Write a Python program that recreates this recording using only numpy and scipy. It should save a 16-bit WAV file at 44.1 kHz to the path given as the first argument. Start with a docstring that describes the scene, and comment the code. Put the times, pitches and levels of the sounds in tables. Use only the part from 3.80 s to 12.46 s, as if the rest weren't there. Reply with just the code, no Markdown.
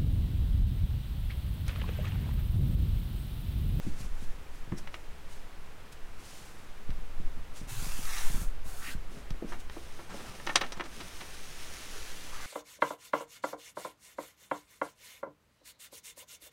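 """Soft bumps, knocks and light brushing, then palms hissing and rasping over a foam deck pad on a moored boat.
The pad is shoved and slid: its edge scrapes, its stiff paper backing hisses, folds and snaps.
Rubbing is a stream of tiny slips; a snap is a burst of creases that rings the pad and the hollow deck.
Knees and hands knock on the deck, and all the work echoes in the hard-walled cockpit.
A hand-held camera adds the bumps and a low rumble, over open air and a faint hum."""
import sys
import numpy as np
from scipy import signal
from scipy.fft import rfft, irfft
from scipy.io import wavfile
from scipy.ndimage import uniform_filter1d

SR = 44100
rng = np.random.default_rng(int(sys.argv[2]) if len(sys.argv) > 2 else 0)


def digitize_waveform(pressure):
    """Quantize a signal to 16-bit integers and store it at the path in sys.argv[1].

    Rows of a 2-D input are taken as channels; values are limited to [-1, 1].
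    """
    field = np.atleast_2d(pressure).T
    bounded = np.clip(field, -1, 1)
    quanta = np.round(bounded * 32767).astype(np.int16)
    wavfile.write(sys.argv[1], SR, quanta)


N = 381906

# palm sweeps: start_s, length_s, skin_db, grit_db
PALM_SWEEPS = [(3.869, 0.7618, -48, -52), (4.836, 0.298, -53.3, -60.5)]
# palm bearing down: centre_s, half_width_s, relative_force
PALM_PUSHES = [(4.07, 0.057, 0.4), (4.365, 0.125, 1), (5.08, 0.055, 1.3)]
# skin hiss: freq_hz, density_db
SKIN_SPECTRUM = [(400, -20), (3500, -14), (5000, -10), (6500, -1.5), (8000, -2.5), (9500, -1.5),
                 (12000, -5), (15800, -9)]
# grit of pressed foam: freq_hz, density_db
GRIT_SPECTRUM = [(300, -17), (600, -6), (850, 2.5), (1300, -2), (2700, 0), (3400, 1), (4600, -1.5),
                 (5700, -1), (8000, -8), (12000, -15), (15800, -22)]
# rasping strokes, one curve each: time_s, centre_hz, level_db
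RASP_STROKES = [
    [(3.87, 1700, -68), (3.905, 1700, -58), (3.97, 1200, -64), (4.05, 980, -52.5), (4.19, 1800, -61),
     (4.29, 1600, -47), (4.38, 2000, -44), (4.49, 1600, -53), (4.63, 1200, -52), (4.69, 1000, -70)],
    [(4.84, 850, -67), (4.92, 930, -53.5), (5.005, 1250, -55), (5.045, 1850, -45.5), (5.095, 2300, -47),
     (5.13, 3700, -53), (5.155, 4200, -68)],
    [(8.46, 1200, -64), (8.55, 1300, -50.5), (8.66, 1400, -49.5)],
]
# rasp resonance: ratio_to_centre, gain_db
RASP_RESONANCE = [(.15, -40), (.42, -20), (.7, -3), (1, 0), (1.3, -2.5), (1.9, -15), (4, -32), (10, -50)]
# foam groans and squeaks: start_s, length_s, pitch_hz, level_db
FOAM_GROANS = [(3.885, 0.126, 114.7, -48), (5.077, 0.027, 265, -53), (6.465, 0.0436, 105, -54.5),
               (8.136, 0.1, 432, -55), (0.963, 0.04, 5360, -59), (5.08, 0.075, 1560, -53)]
# sleeve and finger touches: peak_s, level_db, fade_s
TOUCHES = [(0.054, -57.5, 0.11), (0.212, -53.5, 0.0477), (0.43, -60.5, 0.114), (0.755, -62.5, 0.049),
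           (0.985, -51.5, 0.0164), (1.16, -63, 0.067), (1.53, -58.5, 0.068), (2.128, -55, 0.0108),
           (2.53, -53, 0.183), (3.777, -51, 0.044), (5.35, -58.5, 0.065), (5.804, -59, 0.0253)]
# light brushing: freq_hz, density_db
BRUSH_SPECTRUM = [(500, -5.5), (2000, 1), (4000, 0), (6200, 1), (9500, -2), (12500, -9), (15800, -13.5)]

# shoves of the pad: start_s, length_s, paper_db, scrape_db, bass_db
PAD_SHOVES = [(5.3, 0.11, -73.5, -80, -56), (5.66, 0.083, -60.5, -57.5, -59),
              (5.9, 0.336, -61, -76.5, -67.5), (6.245, 0.1, -67, -48.5, -52),
              (6.32, 0.1983, -56.5, -54, -57), (6.44, 0.09, -70, -53.5, -60), (6.53, 0.192, -57, -71, -59),
              (6.65, 0.246, -60, -57.5, -57.5), (6.9, 0.157, -72, -54.5, -64),
              (7.13, 0.11, -60, -68.5, -57)]
# long slide of the backing: time_s, level_db
SLIDE_LEVELS = [(7.05, -64), (7.15, -55.5), (7.4, -54), (7.62, -54.3), (8.04, -51), (8.28, -51.3),
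                (8.53, -53), (8.66, -50.5)]
# hollow colour of the sliding backing: ratio_to_ridge, gain_db
SLIDE_RIPPLE = [(.44, 0), (.51, -2), (.59, 1.5), (.64, -.5), (.7, 1.5), (.77, -1.5), (.92, -1), (1, 3),
                (1.05, -1.5), (1.1, 1.5), (1.2, -.5)]
# climb of its main ridge: time_s, ridge_hz
RIDGE_PATH = [(7.1, 8900), (7.85, 9400), (8.15, 10050), (8.66, 10550)]
# paper hiss: freq_hz, density_db
PAPER_SPECTRUM = [(150, -6), (400, -0.5), (600, -3), (900, -6), (1300, 0), (1850, 1.5), (2700, 1.5),
                  (4300, -0.5), (6200, -0.5), (7500, -4.5), (9200, -4.5), (12500, -11), (15800, -14)]
# edge scrape: freq_hz, density_db
SCRAPE_SPECTRUM = [(150, -7), (400, -8.5), (580, -3), (850, 2), (1400, 2), (2000, -3), (3500, -9.5),
                   (8000, -15), (15800, -35)]
# deck bass under the dragged pad: freq_hz, density_db
BASS_SPECTRUM = [(50, -12.5), (110, 6.5), (220, 8.5), (400, 1.5), (700, -1.5), (1500, -88), (5000, -90)]

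# snaps of the backing: start_s, fold_db, low_hz, high_hz, rise_s, decay_s, crack_db
BACKING_SNAPS = [ (0.921, -36, 400, 1730, .0009, 0.00243, -62),
                 (1.0731, -38, 2400, 2300, 0.00075, 0.00405, -53.5),
                 (1.1414, -33.5, 2400, 2400, 0.00065, 0.0041, -44),
                 (3.104, -42, 700, 3600, 0.00048, 0.00232, -56),
                 (5.503, -41.5, 800, 5000, 0.003, 0.00334, -43.5),
                 (5.718, -39.5, 700, 1850, .006, 0.0174, -74),
                 (5.8977, -37, 300, 3480, 0.00043, 0.00164, -50),
                 (5.9655, -41, 700, 1000, 0.00073, 0.0051, -66),
                 (6.185, -43, 300, 1700, 0.0147, 0.0059, -51.5),
                 (6.341, -35, 250, 890, 0.0011, 0.0024, -66),
                 (6.598, -39.5, 600, 2200, 0.00157, 0.0032, -64),
                 (6.6655, -35, 1500, 5000, .002, 0.004, -37), (6.671, -25.5, 700, 2700, .002, 0.0035, -42),
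                 (6.690, -29, 700, 2300, 0.0059, 0.0084, -62),
                 (6.7552, -20, 553, 3840, 0.00137, 0.00766, -12),
                 (6.808, -26.5, 450, 3560, 0.0088, 0.0055, -22.5),
                 (6.835, -35, 450, 2580, 0.0013, 0.012, -62), (6.863, -43, 2000, 3600, 0.001, 0.004, -60),
                 (6.921, -35.5, 398, 5600, 0.0009, 0.0081, -42),
                 (6.996, -32, 700, 2200, 0.00168, 0.0078, -60), (7.006, -28, 1200, 2300, 0.002, 0.004, -60),
                 (7.038, -45, 2500, 5000, 0.002, 0.004, -62),
                 (7.199, -39.5, 450, 3930, 0.011, 0.008, -61.5),
                 (7.406, -39.5, 250, 3820, 0.0052, 0.0123, -48)]
# modes of the backed pad: freq_hz, lift_db, t60_s
PAD_MODES = [(343, 11.5, 0.048), (564, 3, 0.06), (695, -2, 0.06), (845, 6, 0.04), (1000, 2.5, 0.042),
             (1134, -4, 0.05), (1279, 0.5, 0.0194), (1810, 7.5, 0.036), (2270, 0, 0.046), (2800, 1, 0.0275),
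             (3320, -2, 0.039), (3898, 4, 0.05), (4870, 3, 0.04), (5330, 1.5, 0.028), (5920, 8, 0.0112),
             (8850, 8, 0.0062)]
# knocks on the deck: start_s, peak_db, pitch_hz
DECK_KNOCKS = [(0.067, -25.5, 146), (0.92, -24, 142), (0.926, -33, 253.3), (5.623, -26.5, 342),
               (5.644, -29.5, 241.8), (5.969, -35, 330), (6.342, -33.5, 290), (6.76, -35, 344),
               (6.815, -39, 280), (7.002, -36, 311)]
# deck panel modes: ratio_to_pitch, level_db, t60_s
DECK_MODES = [(.62, -4, 0.0378), (1, 4.5, 0.0274), (1.45, -5.5, 0.068), (1.9, -11, 0.074),
              (2.5, -19.5, 0.115)]
# cockpit echo decay: freq_hz, t60_s
COCKPIT_DECAY = [(150, 0.369), (700, 0.142), (2000, 0.114), (5000, 0.0887), (15000, 0.093)]

# bumps on the camera: start_s, level_db
CAMERA_BUMPS = [(0.05, -37), (0.068, -30), (0.206, -33), (0.246, -36.5), (0.424, -34.5), (0.876, -38),
                (3.093, -29.5), (3.184, -45), (3.401, -32.5), (3.574, -39), (3.815, -32), (4.024, -32.5),
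                (4.066, -35.5), (4.191, -32.5), (4.50, -33.5), (4.545, -27.5), (4.579, -34.5), (4.617, -31),
                (4.857, -40), (5.149, -32.5), (5.508, -30)]
# camera moves: start_s, length_s, level_db
CAMERA_MOVES = [(0.0, 0.47, -37.5), (0.6, 0.292, -44), (1.25, 0.133, -46.5), (3.05, 0.48, -39.5),
                (3.95, 0.338, -38.5), (4.42, 0.144, -34.5), (4.72, .8, -46), (5.65, 0.38, -45)]
# handling rumble: freq_hz, density_db
RUMBLE_SPECTRUM = [(2, 3), (5, 13.5), (11, 4.5), (17, 1.5), (24, -5.5), (33, -24.5), (50, -12.5),
                   (80, -25.5), (150, -44.5), (300, -43.5), (700, -69)]
# open air: freq_hz, density_db
AIR_SPECTRUM = [(20, -22.5), (40, -3.5), (70, 0.5), (100, -6), (150, -5), (200, -7.5), (310, -10),
                (450, -8.5), (580, -11.5), (800, -12), (1300, -13), (2500, -17), (4500, -24.5),
                (15800, -35)]
# mains hum: freq_hz, rms_db
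MAINS_HUM = [(60, -66.5), (120, -72.5)]

SHOVE_ATTACK_S, SHOVE_RELEASE_S = 0.0222, 0.0313


def palm_sweeps(push_skin_db=3, push_grit_db=8):
    """The palm hisses over the foam grain, louder and grittier where it presses."""
    t = np.arange(N) / SR
    force = sum(strength * np.exp(-np.minimum(((t - s) / half_width_s) ** 2, 20))
                for s, half_width_s, strength in PALM_PUSHES)
    skin_gain, grit_gain = 0, 0
    for s, length_s, skin_db, grit_db in PALM_SWEEPS:
        touch = contact(t - s, length_s, attack_s=0.032, release_s=0.042 * length_s)
        skin_gain += touch * gain_of(skin_db + push_skin_db * force)
        grit_gain += touch * gain_of(grit_db + push_grit_db * force)
    fine = friction(slips_per_s=7700, spread_db=1, smooth=2.55, judder_db=0.6, judder_hz=45)
    coarse = friction(slips_per_s=2500, spread_db=2, smooth=0.8, judder_db=1, judder_hz=46)
    skin = skin_gain * coloured(fine, SKIN_SPECTRUM, (6000, 15000))
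    grit = grit_gain * coloured(shifting(coarse, patch_db=2.6), GRIT_SPECTRUM, (700, 5000))
    return gain_of(-1) * skin + grit


def foam_rasp():
    """Rubbed foam rasps in a broad resonance that glides with the speed of the stroke."""
    slips = friction(slips_per_s=3000, spread_db=1.5, smooth=1, judder_db=0.8, judder_hz=50)
    slips = evened(shifting(slips, patch_db=3, patch_bins=4))
    path = [(s, hz) for stroke in RASP_STROKES for s, hz, _ in stroke]
    envelope = sum(level([(s, db) for s, _, db in stroke]) for stroke in RASP_STROKES)
    return envelope * gliding(slips, RASP_RESONANCE, path)


def paper_slide():
    """The backing hisses over the deck in short shoves and one long slide whose hollow colour rises."""
    motion = np.hypot(movements(PAD_SHOVES, SHOVE_ATTACK_S, SHOVE_RELEASE_S), level(SLIDE_LEVELS))
    slips = friction(slips_per_s=3500, spread_db=2.5, smooth=1.48, judder_db=0.65, judder_hz=25)
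    hiss = gliding(slips, SLIDE_RIPPLE, RIDGE_PATH)
    return motion * coloured(hiss, PAPER_SPECTRUM, (4500, 15000))


def edge_drag():
    """The pad's edge scrapes in coarse slips; weight on it brings out the deck's bass."""
    shoves = movements(PAD_SHOVES, SHOVE_ATTACK_S, SHOVE_RELEASE_S, column=3)
    weight = movements(PAD_SHOVES, SHOVE_ATTACK_S, SHOVE_RELEASE_S, column=4)
    motion = np.hypot(shoves, gain_of(-10) * level(SLIDE_LEVELS))
    slips = friction(slips_per_s=2500, spread_db=2, smooth=1.88, judder_db=3.85, judder_hz=29.8)
    slips = shifting(slips, patch_db=0.73)
    scrape = motion * coloured(slips, SCRAPE_SPECTRUM, (400, 2000))
    bass = weight * coloured(slips, BASS_SPECTRUM, (80, 600))
    return gain_of(-1) * scrape + bass


def backing_snaps(lag_s=0.002, crack_rise_s=0.00107, crack_decay_s=0.00275, fizz_low_hz=9000):
    """The backing folds, then gives way with a fizz of paper fibres; the loudest crack is bright."""
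    out, t = np.zeros(N), np.arange(SR // 20) / SR
    loudest_db = max(row[-1] for row in BACKING_SNAPS)
    fibres = contact(t, crack_rise_s, crack_rise_s, release_s=0.004)
    highpass = signal.butter(2, fizz_low_hz, "high", fs=SR)
    for s, fold_db, low_hz, high_hz, rise_s, decay_s, crack_db in BACKING_SNAPS:
        add(out, s, gain_of(fold_db) * buckle(low_hz, high_hz, rise_s, decay_s))
        weaker_db = loudest_db - crack_db
        top_hz = 4900 * 2 ** (-2.9 * weaker_db)  # weaker cracks shrink to a faint low thump
        fizz = signal.lfilter(*highpass, fibres * rng.standard_normal(len(t)))
        add(out, s + lag_s, gain_of(crack_db) * buckle(3800, top_hz, crack_rise_s, crack_decay_s))
        add(out, s + lag_s, gain_of(-36.5 - 0.58 * weaker_db) * fizz)
    return out


def buckle(low_hz, high_hz, rise_s, decay_s):
    """A filtered burst of creases rings the pad, bent a little differently each time, and the deck."""
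    t = np.arange(SR // 6) / SR
    swell = contact(t, rise_s, rise_s, decay_s, max_decay=np.inf)
    burst = signal.lfilter(*signal.butter(1, low_hz, "high", fs=SR), flat_burst(swell))
    burst = signal.lfilter(*signal.butter(3, high_hz, fs=SR), burst)
    bend = 1 + 0.015 * rng.uniform(-1, 1)
    burst = burst + sum(gain_of(lift_db) * resonate(burst, bend * hz, np.log(1000) / np.pi / t60_s)
                        for hz, lift_db, t60_s in PAD_MODES)
    return hollow_deck(burst) * np.linalg.norm(swell) / np.linalg.norm(burst)


def hollow_deck(x, t60_s=0.083, rise_s=0.009, band_hz=(500, 1400)):
    """The hollow deck booms briefly, differently at each spot of the pad."""
    t = np.arange(SR // 6) / SR
    ring = flat_burst(gain_of(-60 * t / t60_s) * np.minimum(t / rise_s, 1))
    ring = signal.lfilter(*signal.butter(2, band_hz, "band", fs=SR), ring / np.linalg.norm(ring))
    return x + gain_of(-8) * signal.fftconvolve(x, ring)[:len(x)]


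def deck_knocks():
    """Knees and hands land on the deck, whose damped panels ring briefly."""
    out, t = np.zeros(N), np.arange(SR // 4) / SR
    for s, peak_db, hz in DECK_KNOCKS:
        ring = sum((-1) ** k * gain_of(db - 60 * t / t60_s) * np.sin(2 * np.pi * hz * ratio * t)
                   for k, (ratio, db, t60_s) in enumerate(DECK_MODES))
        add(out, s, gain_of(peak_db) * ring / abs(ring).max())
    return out


def foam_groans(width_share=0.174):
    """Foam sticks and slips at a rough pitch."""
    out = np.zeros(N)
    for s, length_s, hz, db in FOAM_GROANS:
        slips = rng.standard_normal(int(length_s * SR))
        tone = resonate(resonate(slips, hz, width_share * hz), hz, width_share * hz)
        add(out, s, gain_of(db) * evened(tone * signal.windows.tukey(len(slips), 0.5)))
    return out


def brushing(rise_share=0.647):
    """Sleeves and fingertips graze the pad; each touch swells and fades."""
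    t, touch = np.arange(N) / SR, 0
    for s, db, fade_s in TOUCHES:
        age = (t - s) / fade_s
        touch += gain_of(db) * np.exp(-np.where(age < 0, (age / rise_share) ** 2, age))
    slips = friction(slips_per_s=2300, spread_db=4, smooth=7.2, judder_db=1.42, judder_hz=30)
    return gain_of(-1) * touch * coloured(slips, BRUSH_SPECTRUM, (4500, 15000))


def cockpit(x, wet_db, echoes_per_s=3000, gap_s=0.004):
    """Close walls add a short tail of echoes that lasts longest in the bass."""
    t = np.arange(SR // 3) / SR
    taps = rng.choice([-1., 1.], len(t)) * (rng.random(len(t)) < echoes_per_s / SR) * (t > gap_s)
    hz, frame_s, spectra = signal.stft(taps, SR, nperseg=256)
    decay = gain_of(-60 * frame_s / read(COCKPIT_DECAY, hz)[:, None])
    tail = signal.istft(spectra * decay, SR, nperseg=256)[1]
    return x + signal.fftconvolve(x, gain_of(wet_db) * tail / np.linalg.norm(tail))[:N]


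def camera_handling(shell_hz=145, shell_t60_s=0.024, mount_hz=24, mount_t60_s=0.88):
    """The held camera rumbles, more when moved; each bump thuds its shell and wobbles its mount."""
    motion = np.hypot(gain_of(-49.5), movements(CAMERA_MOVES, attack_s=0.0385, release_s=0.217))
    out = gain_of(-2) * motion * coloured(rng.standard_normal(N), RUMBLE_SPECTRUM, (18, 50))
    t = np.arange(SR // 2) / SR
    for (s, db), detune in zip(CAMERA_BUMPS, rng.uniform(1, 1.2065, len(CAMERA_BUMPS))):
        thud = np.sin(2 * np.pi * shell_hz * detune * t) * gain_of(-60 * t / shell_t60_s)
        thud *= 1 - np.exp(-t / 0.00033)
        wobble = np.sin(2 * np.pi * mount_hz * detune * t) * gain_of(-2 - 60 * t / mount_t60_s)
        shudder = evened(resonate(resonate(rng.standard_normal(len(t)), 30.6, 156), 30.6, 156))
        shudder *= gain_of(-4.5 - 60 * t / 0.239) * np.minimum(t / 0.0075, 1)
        add(out, s, gain_of(db) * (thud / abs(thud).max() + wobble + shudder))
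    return out


def open_air(wash_db=-55):
    """Distant outdoor wash with a faint mains hum."""
    t = np.arange(N) / SR
    wash = coloured(rng.standard_normal(N), AIR_SPECTRUM, (300, 15000))
    hum = sum(gain_of(db) * np.sqrt(2) * np.sin(2 * np.pi * hz * t) for hz, db in MAINS_HUM)
    return gain_of(wash_db) * wash + hum


def friction(slips_per_s, spread_db, smooth, judder_db, judder_hz):
    """Tiny slips of uneven size over a smooth hiss; the contact pressure judders."""
    slips = rng.standard_normal(N) * gain_of(spread_db * np.minimum(rng.exponential(1, N), 5))
    slips *= rng.random(N) < slips_per_s / SR
    rolloff = 1 + (np.fft.rfftfreq(N, 1 / SR) / judder_hz) ** 4
    judder = evened(irfft(rfft(rng.standard_normal(N)) / rolloff, N))
    return (evened(slips) + smooth * rng.standard_normal(N)) * gain_of(judder_db * judder)


def shifting(x, patch_db, patch_frames=24, patch_bins=7):
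    """The contact patch changes as it moves, so small resonances come and go."""
    spectra = signal.stft(x, nperseg=1024, noverlap=768)[2]
    patches = uniform_filter1d(rng.standard_normal(spectra.shape), patch_frames, axis=1)
    patches = evened(uniform_filter1d(patches, patch_bins, axis=0))
    return signal.istft(spectra * gain_of(patch_db * patches), nperseg=1024, noverlap=768)[1][:N]


def gliding(x, shape, path):
    """Colours x with a unit-power shape that follows a path of time_s, centre_hz."""
    hz, frame_s, spectra = signal.stft(x, SR, nperseg=512, noverlap=384)
    centre_hz = np.interp(frame_s, *np.transpose(path))
    gain = gain_of(read(shape, hz[:, None] / centre_hz))
    gain /= np.sqrt(np.mean(gain ** 2, axis=0))
    return signal.istft(spectra * gain, nperseg=512, noverlap=384)[1][:N]


def coloured(x, spectrum, band_hz):
    """Gives x a spectrum, at rms 1 inside the band."""
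    hz = np.fft.rfftfreq(N, 1 / SR)
    shaped = rfft(x) * gain_of(read(spectrum, hz))
    in_band = (hz > band_hz[0]) & (hz < band_hz[1])
    return irfft(shaped, N) / np.std(irfft(shaped * in_band, N))


def flat_burst(swell):
    """Noise under an envelope, its spectrum flattened."""
    pad = len(swell) // 2
    spectrum = rfft(np.pad(rng.standard_normal(len(swell)) * swell, pad))
    power = abs(uniform_filter1d(abs(spectrum) ** 2, size=160))
    return irfft(spectrum / np.sqrt(power + 1e-9))[pad:][:len(swell)]


def resonate(x, hz, width_hz):
    """One band-pass resonance."""
    carrier = np.exp(2j * np.pi * np.cumsum(hz * np.ones(len(x))) / SR)
    pole = np.exp(-np.pi * width_hz / SR)
    return 2 * (carrier * signal.lfilter([1 - pole], [1, -pole], x / carrier)).real


def contact(t, length_s, attack_s, release_s, max_decay=20):
    """Envelope from t = 0: builds up, holds, dies away."""
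    return np.clip(t / attack_s, 0, 1) * np.exp(-np.clip((t - length_s) / release_s, 0, max_decay))


def movements(rows, attack_s, release_s, column=2):
    """Gain over time from one dB column of a table of movements; powers add."""
    t = np.arange(N) / SR
    coarse_s = t[::64]
    power = sum((gain_of(row[column]) * contact(coarse_s - row[0], row[1], attack_s, release_s)) ** 2
                for row in rows)
    return np.interp(t, coarse_s, np.sqrt(power))


def level(rows, release_s=0.03):
    """Gain over time from a dB curve: silent before it, dying away after it."""
    t = np.arange(N) / SR
    times_s, db = np.transpose(rows)
    release = np.exp(-np.clip((t - times_s[-1]) / release_s, 0, 20))
    return gain_of(np.interp(t, times_s, db)) * (t >= times_s[0]) * release


def read(points, x):
    """Interpolates a curve on a log(1 + x) axis."""
    knots, values = np.transpose(points)
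    return np.interp(np.log(x + 1), np.log(knots + 1), values)


def add(mix, start_s, sound):
    """Mixes a sound in at start_s."""
    part = mix[round(start_s * SR):][:len(sound)]
    part += sound[:len(part)]


def gain_of(db):
    """Decibels to a factor."""
    return 10 ** (np.asarray(db) / 20)


def evened(x):
    """Scales to rms 1."""
    return x / np.sqrt(np.mean(x ** 2) + 1e-20)


def scene():
    """Work on the pad echoes in the cockpit; air and handling stay dry."""
    rubbing = brushing() + palm_sweeps() + foam_rasp() + paper_slide() + edge_drag() + foam_groans()
    rubbing = cockpit(rubbing, wet_db=-13)
    blows = cockpit(backing_snaps() + deck_knocks(), wet_db=-11.5)
    return (rubbing + blows + open_air() + camera_handling())[None]


def record(dry):
    """Low-pass at 15.9 kHz."""
    lowpass = signal.firwin(511, 15900, window=("kaiser", 9), fs=SR)
    return signal.oaconvolve(dry, lowpass[None], "same")


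dry = scene()
out = record(dry)
digitize_waveform(out)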